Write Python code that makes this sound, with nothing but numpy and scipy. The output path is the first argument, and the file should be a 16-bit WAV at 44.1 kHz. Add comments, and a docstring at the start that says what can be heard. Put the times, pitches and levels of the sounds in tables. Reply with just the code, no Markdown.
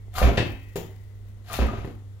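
"""A butcher's board in a small hard kitchen, on a stereo microphone, with a refrigerator humming throughout.
After a faint tick, a wooden scraper's steel comb swishes wetly through raw meat, lands with a thud that
rocks the table, and drags over the board with small knocks. During the drag, steel lying on the board
clinks once; then the meat slaps back and crackles as it settles. Near 1.4 s a few ticks close on the
right lead into a second, duller stroke, which swishes, lands and drags in the same way."""
import sys
import numpy as np
from scipy import signal
from scipy.fft import rfft, irfft
from scipy.io import wavfile
from scipy.ndimage import uniform_filter1d

SR = 44100
rng = np.random.default_rng(int(sys.argv[2]) if len(sys.argv) > 2 else 0)


def unload_audio(sound):
    """Save the sound as a 16-bit wav file, at the path given as the first command line argument."""
    columns = np.transpose(np.atleast_2d(sound))
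    # keep every value between -1 and 1, then stretch to whole-number steps
    steps = np.round(np.clip(columns, -1, 1) * 32767)
    wavfile.write(sys.argv[1], SR, steps.astype(np.int16))


N = 97020
T = np.arange(N) / SR


def amp(db):
    """Decibels to gain."""
    return 10 ** (np.asarray(db) / 20)


def on_log(hz, points, column=1):
    """Read a column of a table along a log-frequency axis."""
    rows = np.array(points, float)
    return np.interp(np.log(np.maximum(hz, 1)), np.log(rows[:, 0]), rows[:, column])


def convolve(x, response):
    """Pass a sound through an impulse response."""
    return signal.fftconvolve(x, response)[:N]


def unit(response):
    """Scale a response to unit energy."""
    return response / np.sqrt(np.sum(response ** 2))


def causal(points, size=4096):
    """Minimum-phase impulse response of a spectrum."""
    gain = amp(on_log(np.fft.rfftfreq(size, 1 / SR), points))
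    cepstrum = irfft(np.log(gain))
    cepstrum[1:size // 2] *= 2
    cepstrum[size // 2 + 1:] = 0
    return irfft(np.exp(rfft(cepstrum)))


def colour(x, points):
    """Give a white sound a spectrum and keep its power."""
    return convolve(x, unit(causal(points)))


def fade(start, t60):
    """Sudden onset, then a fall of 60 dB every t60 seconds."""
    return (T >= start) * np.exp(-np.log(1000) * np.maximum(T - start, 0) / t60)


def ring(modes, start=0):
    """Decaying sines of a struck object."""
    return sum(amp(db) * fade(start, t60) * np.sin(2 * np.pi * hz * (T - start))
               for hz, db, t60 in modes)


def bursts(events, t60):
    """A decaying puff of white noise at each event."""
    return rng.standard_normal(N) * sum(amp(db) * fade(start, t60) for start, db in events)


def grains(rate, spread_db):
    """Random tiny clicks of uneven size, rms 1."""
    clicks = (rng.random(N) < rate / SR) * np.sign(rng.standard_normal(N))
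    clicks *= amp(spread_db * np.clip(rng.standard_normal(N), -2, 2))
    return clicks / np.std(clicks)


def waver(rate, depth_db):
    """An irregular gain around 1."""
    gain = amp(depth_db * np.interp(T * rate, np.arange(N), rng.standard_normal(N)))
    return gain / np.sqrt(np.mean(gain ** 2))


def follow(curves):
    """Gain that follows each level curve and is zero outside them."""
    return sum(amp(np.interp(T, *np.array(curve).T, left=-np.inf, right=-np.inf)) for curve in curves)


# the kitchen's reverberation at the microphone (frequency [Hz], t60 [s], left-right likeness [0-1])
ROOM = [(60, 0.42, 1), (203, 0.45, 0.86), (496, 0.31, 0.69), (1200, 0.47, 0), (2980, 0.32, 0),
        (7000, 0.26, 0.15), (15000, 0.25, 0.2)]

def diffuse(decay):
    """Stereo noise from all around, alike in the bass; with decay, each octave dies at its own rate."""
    hz = np.maximum(np.fft.rfftfreq(N, 1 / SR), 1)
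    mid, side = rfft(rng.standard_normal((2, N)))
    likeness = on_log(hz, ROOM, column=2)
    spectra = mid * np.sqrt((1 + likeness) / 2) + np.array([side, -side]) * np.sqrt((1 - likeness) / 2)
    if not decay:
        return irfft(spectra, N)
    tail = 0
    for centre_hz in 31.25 * 2 ** np.arange(10):
        octave = np.maximum(1 - abs(np.log2(hz / centre_hz)), 0)
        tail += irfft(spectra * octave, N) * fade(start=0.00294, t60=on_log(centre_hz, ROOM))
    return tail


def room_tail(smooth_hz=22):
    """Densely overlapping room modes colour the tail very little."""
    spectrum = rfft(diffuse(decay=True))
    power = uniform_filter1d(abs(spectrum) ** 2, int(smooth_hz * N / SR), axis=-1)
    return irfft(spectrum / np.sqrt(np.abs(power) + 1e-9), N)


def in_room(x, tail, wet_db):
    """Direct sound plus reverberation, at the same total power."""
    reverb = np.array([convolve(x, unit(side)) for side in tail])
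    return (x + amp(wet_db) * reverb) / np.hypot(1, amp(wet_db))


# room tone all around the microphone (frequency [Hz], relative level [dB])
AIR_COLOUR = [(20, -7), (35, 2.5), (50, 7.5), (70, 8), (130, -11), (165, -17.5), (205, -9), (270, -20),
              (420, -15.5), (700, -25.5), (1300, -25), (1700, -28), (1980, -22.5), (2300, -31.5),
              (3700, -29.5), (5000, -34.5), (7000, -33), (8200, -36), (14000, -38), (16000, -40)]

def room_tone(hum_hz=100.1, hum_db=-43.5, air_db=-47.5):
    """The refrigerator hums over a low rumble of air."""
    air = np.array([colour(side, AIR_COLOUR) for side in diffuse(decay=False)])
    hum = np.sqrt(2) * np.sin(2 * np.pi * hum_hz * T) * waver(rate=5.8, depth_db=.5)
    return amp(air_db) * air + amp(hum_db) * hum


# ticks close to the microphone (time [s], relative level [dB])
TICKS = [(.081, -39), (1.381, -47), (1.397, -46), (1.409, -46), (1.422, -46)]
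# their dull spectrum (frequency [Hz], relative level [dB])
TICK_COLOUR = [(100, -2), (500, 2), (900, 0), (1500, -20), (3000, -37), (16000, -50)]

def ticks(left_db=-14, right_db=2):
    """Faint dry ticks, close on the right."""
    return colour(bursts(TICKS, t60=.012), TICK_COLOUR) * amp([[left_db], [right_db]])


# swish of the comb in the meat, one curve per stroke (time [s], level [dB])
RAKE_CURVES = [
    [(.115, -66), (.148, -37.5), (.165, -28.5), (.187, -23), (.2, -34), (.245, -34.5), (.3, -50), (.4, -41)],
    [(1.44, -60), (1.487, -39.5), (1.507, -36), (1.522, -29), (1.545, -28), (1.575, -38.5), (1.64, -52),
     (1.71, -52.5), (1.79, -53), (1.83, -57), (1.865, -47.5), (1.94, -74)],
]
# its spectrum (frequency [Hz], relative level [dB])
RAKE_COLOUR = [(100, 10), (300, -8), (550, -7.5), (740, 12), (870, -3), (1300, 3.5), (1900, -0.5),
               (4200, -0.5), (5600, -7), (7200, -4), (7900, -17.5), (9500, -6), (11500, -8.5), (14000, -3),
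               (16000, -22)]
# treble of each stroke, the second duller (gain at 13 kHz [dB])
RAKE_TREBLE = [0, -3]

def rake():
    """Teeth stick and slip, parting the wet fibres in a dense crackle."""
    crackle = colour(grains(rate=6000, spread_db=2) * waver(rate=330, depth_db=4), RAKE_COLOUR)
    return sum(convolve(crackle * follow([curve]), causal([(5000, 0.005), (13000, treble_db)]))
               for curve, treble_db in zip(RAKE_CURVES, RAKE_TREBLE))


# fibres snapping, with little room on them (time [s], level [dB])
POPS = [(0.14, -37.5), (.183, -23.5), (0.19, -30), (.209, -42), (0.523, -48), (0.758, -33.5),
        (0.764, -27.5), (1.531, -23), (1.57, -35), (1.667, -40), (1.952, -55)]
# the meat settling after the first stroke, one curve (time [s], level [dB])
SETTLE_CURVES = [
    [(.42, -52), (.5, -48), (.56, -57), (.74, -58), (.88, -58.5), (1.0, -61.5), (1.25, -74), (1.29, -59),
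     (1.34, -80)],
]
# spectra of the snaps and the settling (frequency [Hz], relative level [dB])
POP_COLOUR = [(300, -13), (2000, -4), (6000, -16), (9000, -2.5), (11500, -18), (14000, -2.5),
              (16000, -16.5)]
SETTLE_COLOUR = [(300, -9), (2000, 0.5), (7000, -6), (8000, -11), (11000, -7), (14000, -3), (16000, -0.5)]

def wet_pops():
    """Single fibres snap; the meat crackles faintly as it settles."""
    snaps = bursts(POPS, t60=0.019)
    crackle = grains(rate=1500, spread_db=5) * waver(rate=110, depth_db=4) * follow(SETTLE_CURVES)
    return colour(snaps, POP_COLOUR) + colour(crackle, SETTLE_COLOUR)


# the blade biting into the meat (time [s], level [dB])
SQUELCHES = [(0.151, -34.5), (0.179, -20.5), (1.497, -32), (1.511, -35.5), (1.684, -30.5)]
# the wet pocket under the blade (frequency [Hz], relative level [dB], t60 [s])
POCKET_MODES = [(778, -13, 0.086), (1204, 4, 0.042), (1266, 8, 0.016)]

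def squelch():
    """Air and juice squeezed from under the blade make the pocket resonate."""
    return convolve(bursts(SQUELCHES, t60=0.13), unit(ring(POCKET_MODES)))


# the scraper dragging over the board, one curve per stroke (time [s], level [dB])
DRAG_CURVES = [
    [(.205, -44), (.227, -20.5), (.25, -24), (.285, -23.5), (.32, -42), (.36, -34.5), (.47, -46),
     (.53, -67)],
    [(1.583, -43), (1.602, -30), (1.63, -27.5), (1.67, -40.5), (1.74, -42), (1.79, -39.5), (1.825, -47),
     (1.865, -53), (1.93, -60)],
]
# wood knocking on the board (time [s], level [dB])
KNOCKS = [(.216, -19), (0.25, -18.5), (0.276, -19.5), (.292, -17), (0.315, -20), (0.377, -16.5),
          (.384, -21), (0.401, -18), (.426, -26.5), (0.495, -39), (1.589, -19), (1.62, -16.5),
          (1.657, -25.5), (1.684, -24.5), (1.732, -23.5), (1.784, -30), (1.846, -26.5), (1.874, -29)]
# spectra of the drag and the knocks (frequency [Hz], relative level [dB])
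DRAG_COLOUR = [(40, 12), (110, -5.5), (180, -3), (240, 3), (400, -6.5), (680, 0), (880, -6.5), (1250, -2),
               (1500, -5), (2500, -4.5), (4000, -13.5), (5200, -19.5), (7000, -20), (8200, -37),
               (16000, -45.5)]
KNOCK_COLOUR = [(40, -2), (100, 10), (200, 1), (380, 5), (560, -3), (720, -5), (950, -12.5), (2000, -12.5),
                (5000, -33), (16000, -69)]
# modes of the board and scraper (frequency [Hz], relative level [dB], t60 [s])
BOARD_MODES = [(138.7, -4, 0.16), (226, -2.5, 0.11), (280.7, -4.5, 0.29), (404.5, -11, .15),
               (481.4, -13, 0.34), (573.3, -3, 0.17), (594, -18.5, 0.38), (695, -6, 0.13), (998, -9.5, 0.1)]

def board(ring_db=-8):
    """The scraper sticks, slips and knocks; the board rings with it."""
    drag = grains(rate=3500, spread_db=4.5) * waver(rate=160, depth_db=1.5) * follow(DRAG_CURVES)
    knocks = bursts(KNOCKS, t60=0.038)
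    wood = convolve(drag + knocks, unit(ring(BOARD_MODES)))
    return colour(drag, DRAG_COLOUR) + colour(knocks, KNOCK_COLOUR) + amp(ring_db) * wood


# the scraper's weight landing and rocking the table (time [s], level [dB])
THUDS = [(.217, -6), (0.496, -32), (1.589, -12), (1.773, -30)]

def table_thuds(centre_hz=61.64, split_hz=6.7, t60=.36):
    """Two coupled low modes trade energy, so each thud swells and dies."""
    low_hz, high_hz = centre_hz - split_hz / 2, centre_hz + split_hz / 2
    thuds = 0
    for start, db in THUDS:
        swing = np.cos(2 * np.pi * low_hz * (T - start)) - np.cos(2 * np.pi * high_hz * (T - start))
        thuds += amp(db) * fade(start, t60) * swing
    return thuds


# the comb meeting the board (frequency [Hz], level relative to the thud [dB], t60 [s])
CLACK_MODES = [(444, -19, 0.013), (558, -8, 0.046), (743, -14.5, 0.045)]

def comb_clacks():
    """The comb clacks briefly at each landing."""
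    return sum(amp(db) * ring(CLACK_MODES, start) for start, db in THUDS)


# steel lying on the board (frequency [Hz], relative level [dB], t60 [s])
STEEL_MODES = [(1650, -44, 0.3), (1762, -39, 0.4), (1868, -50, 1.6), (1917, -47, 2), (2038, -47.5, 2.32),
               (2120, -42, 0.23), (2214, -48, 2.4), (2353, -37, 0.58), (2505, -36.5, 0.84), (2598, -29, .6),
               (2812, -32, 0.54), (3160, -42, 0.57), (3822, -38, .28), (4500, -43, 0.57)]
# spectrum of its chatter (frequency [Hz], relative level [dB])
CLINK_COLOUR = [(60, -17), (300, -2.5), (750, -8), (1450, -5), (1750, 6.5), (2150, -0.5), (2700, 6.5),
                (3150, 0), (3600, -0.5), (4700, -7), (5600, -13), (8500, -21.5), (10500, -31), (16000, -33)]

def clink(start=.3715, earlier_strike_s=-0.71, chatter_db=-13.5, ring_db=-3.5):
    """Steel, still faintly ringing from an earlier strike, chatters and rings on, wavering as it rocks."""
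    chatter = grains(rate=9000, spread_db=3) * (fade(start, t60=0.13) - fade(start, t60=.016))
    # weaker partials of the linked steel rings, each at -48.5 dB with a t60 of 0.6 s
    swarm = [(hz, -48.5, 0.6) for hz in rng.uniform(1790, 3310, size=36)]
    partials = sum((ring([mode], start) + ring([mode], earlier_strike_s)) * waver(rate=35, depth_db=3)
                   for mode in STEEL_MODES)
    ringing = amp(ring_db) * partials + ring(swarm, start)
    build_up = 1 - fade(start, t60=0.02)
    return amp(chatter_db) * colour(chatter, CLINK_COLOUR) + build_up * ringing


# wet smack of the meat on the board (frequency [Hz], relative level [dB])
SLAP_COLOUR = [(60, -7), (130, -13), (180, -2), (260, -11), (420, -1.5), (650, -9), (950, -11.5),
               (1400, -20), (2300, -17), (3100, -14), (4500, -22.5), (6200, -22), (7100, -13), (8000, -32),
               (11000, -26.5), (13500, -19), (16000, -24)]
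# its hollow body (frequency [Hz], level [dB], t60 [s])
SLAP_MODES = [(174.3, -31.5, 0.22), (400, -21, 0.029), (457.6, -28.5, 0.15), (6890, -52, 0.42)]

def slap(start=.7565, smack_db=-24):
    """The flap of meat falls back with a wet smack and a hollow body."""
    smack = grains(rate=9000, spread_db=1) * (fade(start, t60=0.13) - fade(start, t60=0.0059))
    return amp(smack_db) * colour(smack, SLAP_COLOUR) + ring(SLAP_MODES, start + 0.0017)


def scene():
    """The kitchen from the microphone's position; meat, wood and steel each have their share of room."""
    tail = room_tail()
    meat = in_room(rake() + squelch(), tail, wet_db=2)
    meat += in_room(wet_pops(), tail, wet_db=-7)
    meat += in_room(slap(), tail, wet_db=1)
    wood = in_room(board(), tail, wet_db=-1.5) + in_room(comb_clacks(), tail, wet_db=1)
    steel = in_room(clink(), tail, wet_db=-1)
    return meat + wood + steel + table_thuds() + ticks() + room_tone()


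# sensitivity of the microphone's two ports (frequency [Hz], gain [dB])
LEFT_PORT = [(30, -0.5), (65, -2.5), (120, 2.5), (300, 2.5), (1000, -0.5), (16000, -0.5)]
RIGHT_PORT = [(30, 8.5), (65, 0.5), (120, 2.5), (400, -1.5), (800, -0.5), (1300, -6.5), (3500, -6),
              (4300, -34), (5400, -23), (6200, -79), (8200, -47), (9800, -22), (12000, -24), (14500, -25),
              (16000, -97)]

def record(dry, left_lag_s=0.00025, top_hz=15850):
    """Stereo microphone: the left port hears a little later, the right is muffled; the top is cut."""
    left = convolve(dry[0], causal(LEFT_PORT))
    right = convolve(dry[1], causal(RIGHT_PORT))
    left = np.pad(left, (int(left_lag_s * SR), 0))[:N]
    lowpass = signal.ellip(10, .2, 80, top_hz, fs=SR, output="sos")
    return signal.sosfilt(lowpass, [left, right])


dry = scene()
out = record(dry)
unload_audio(out)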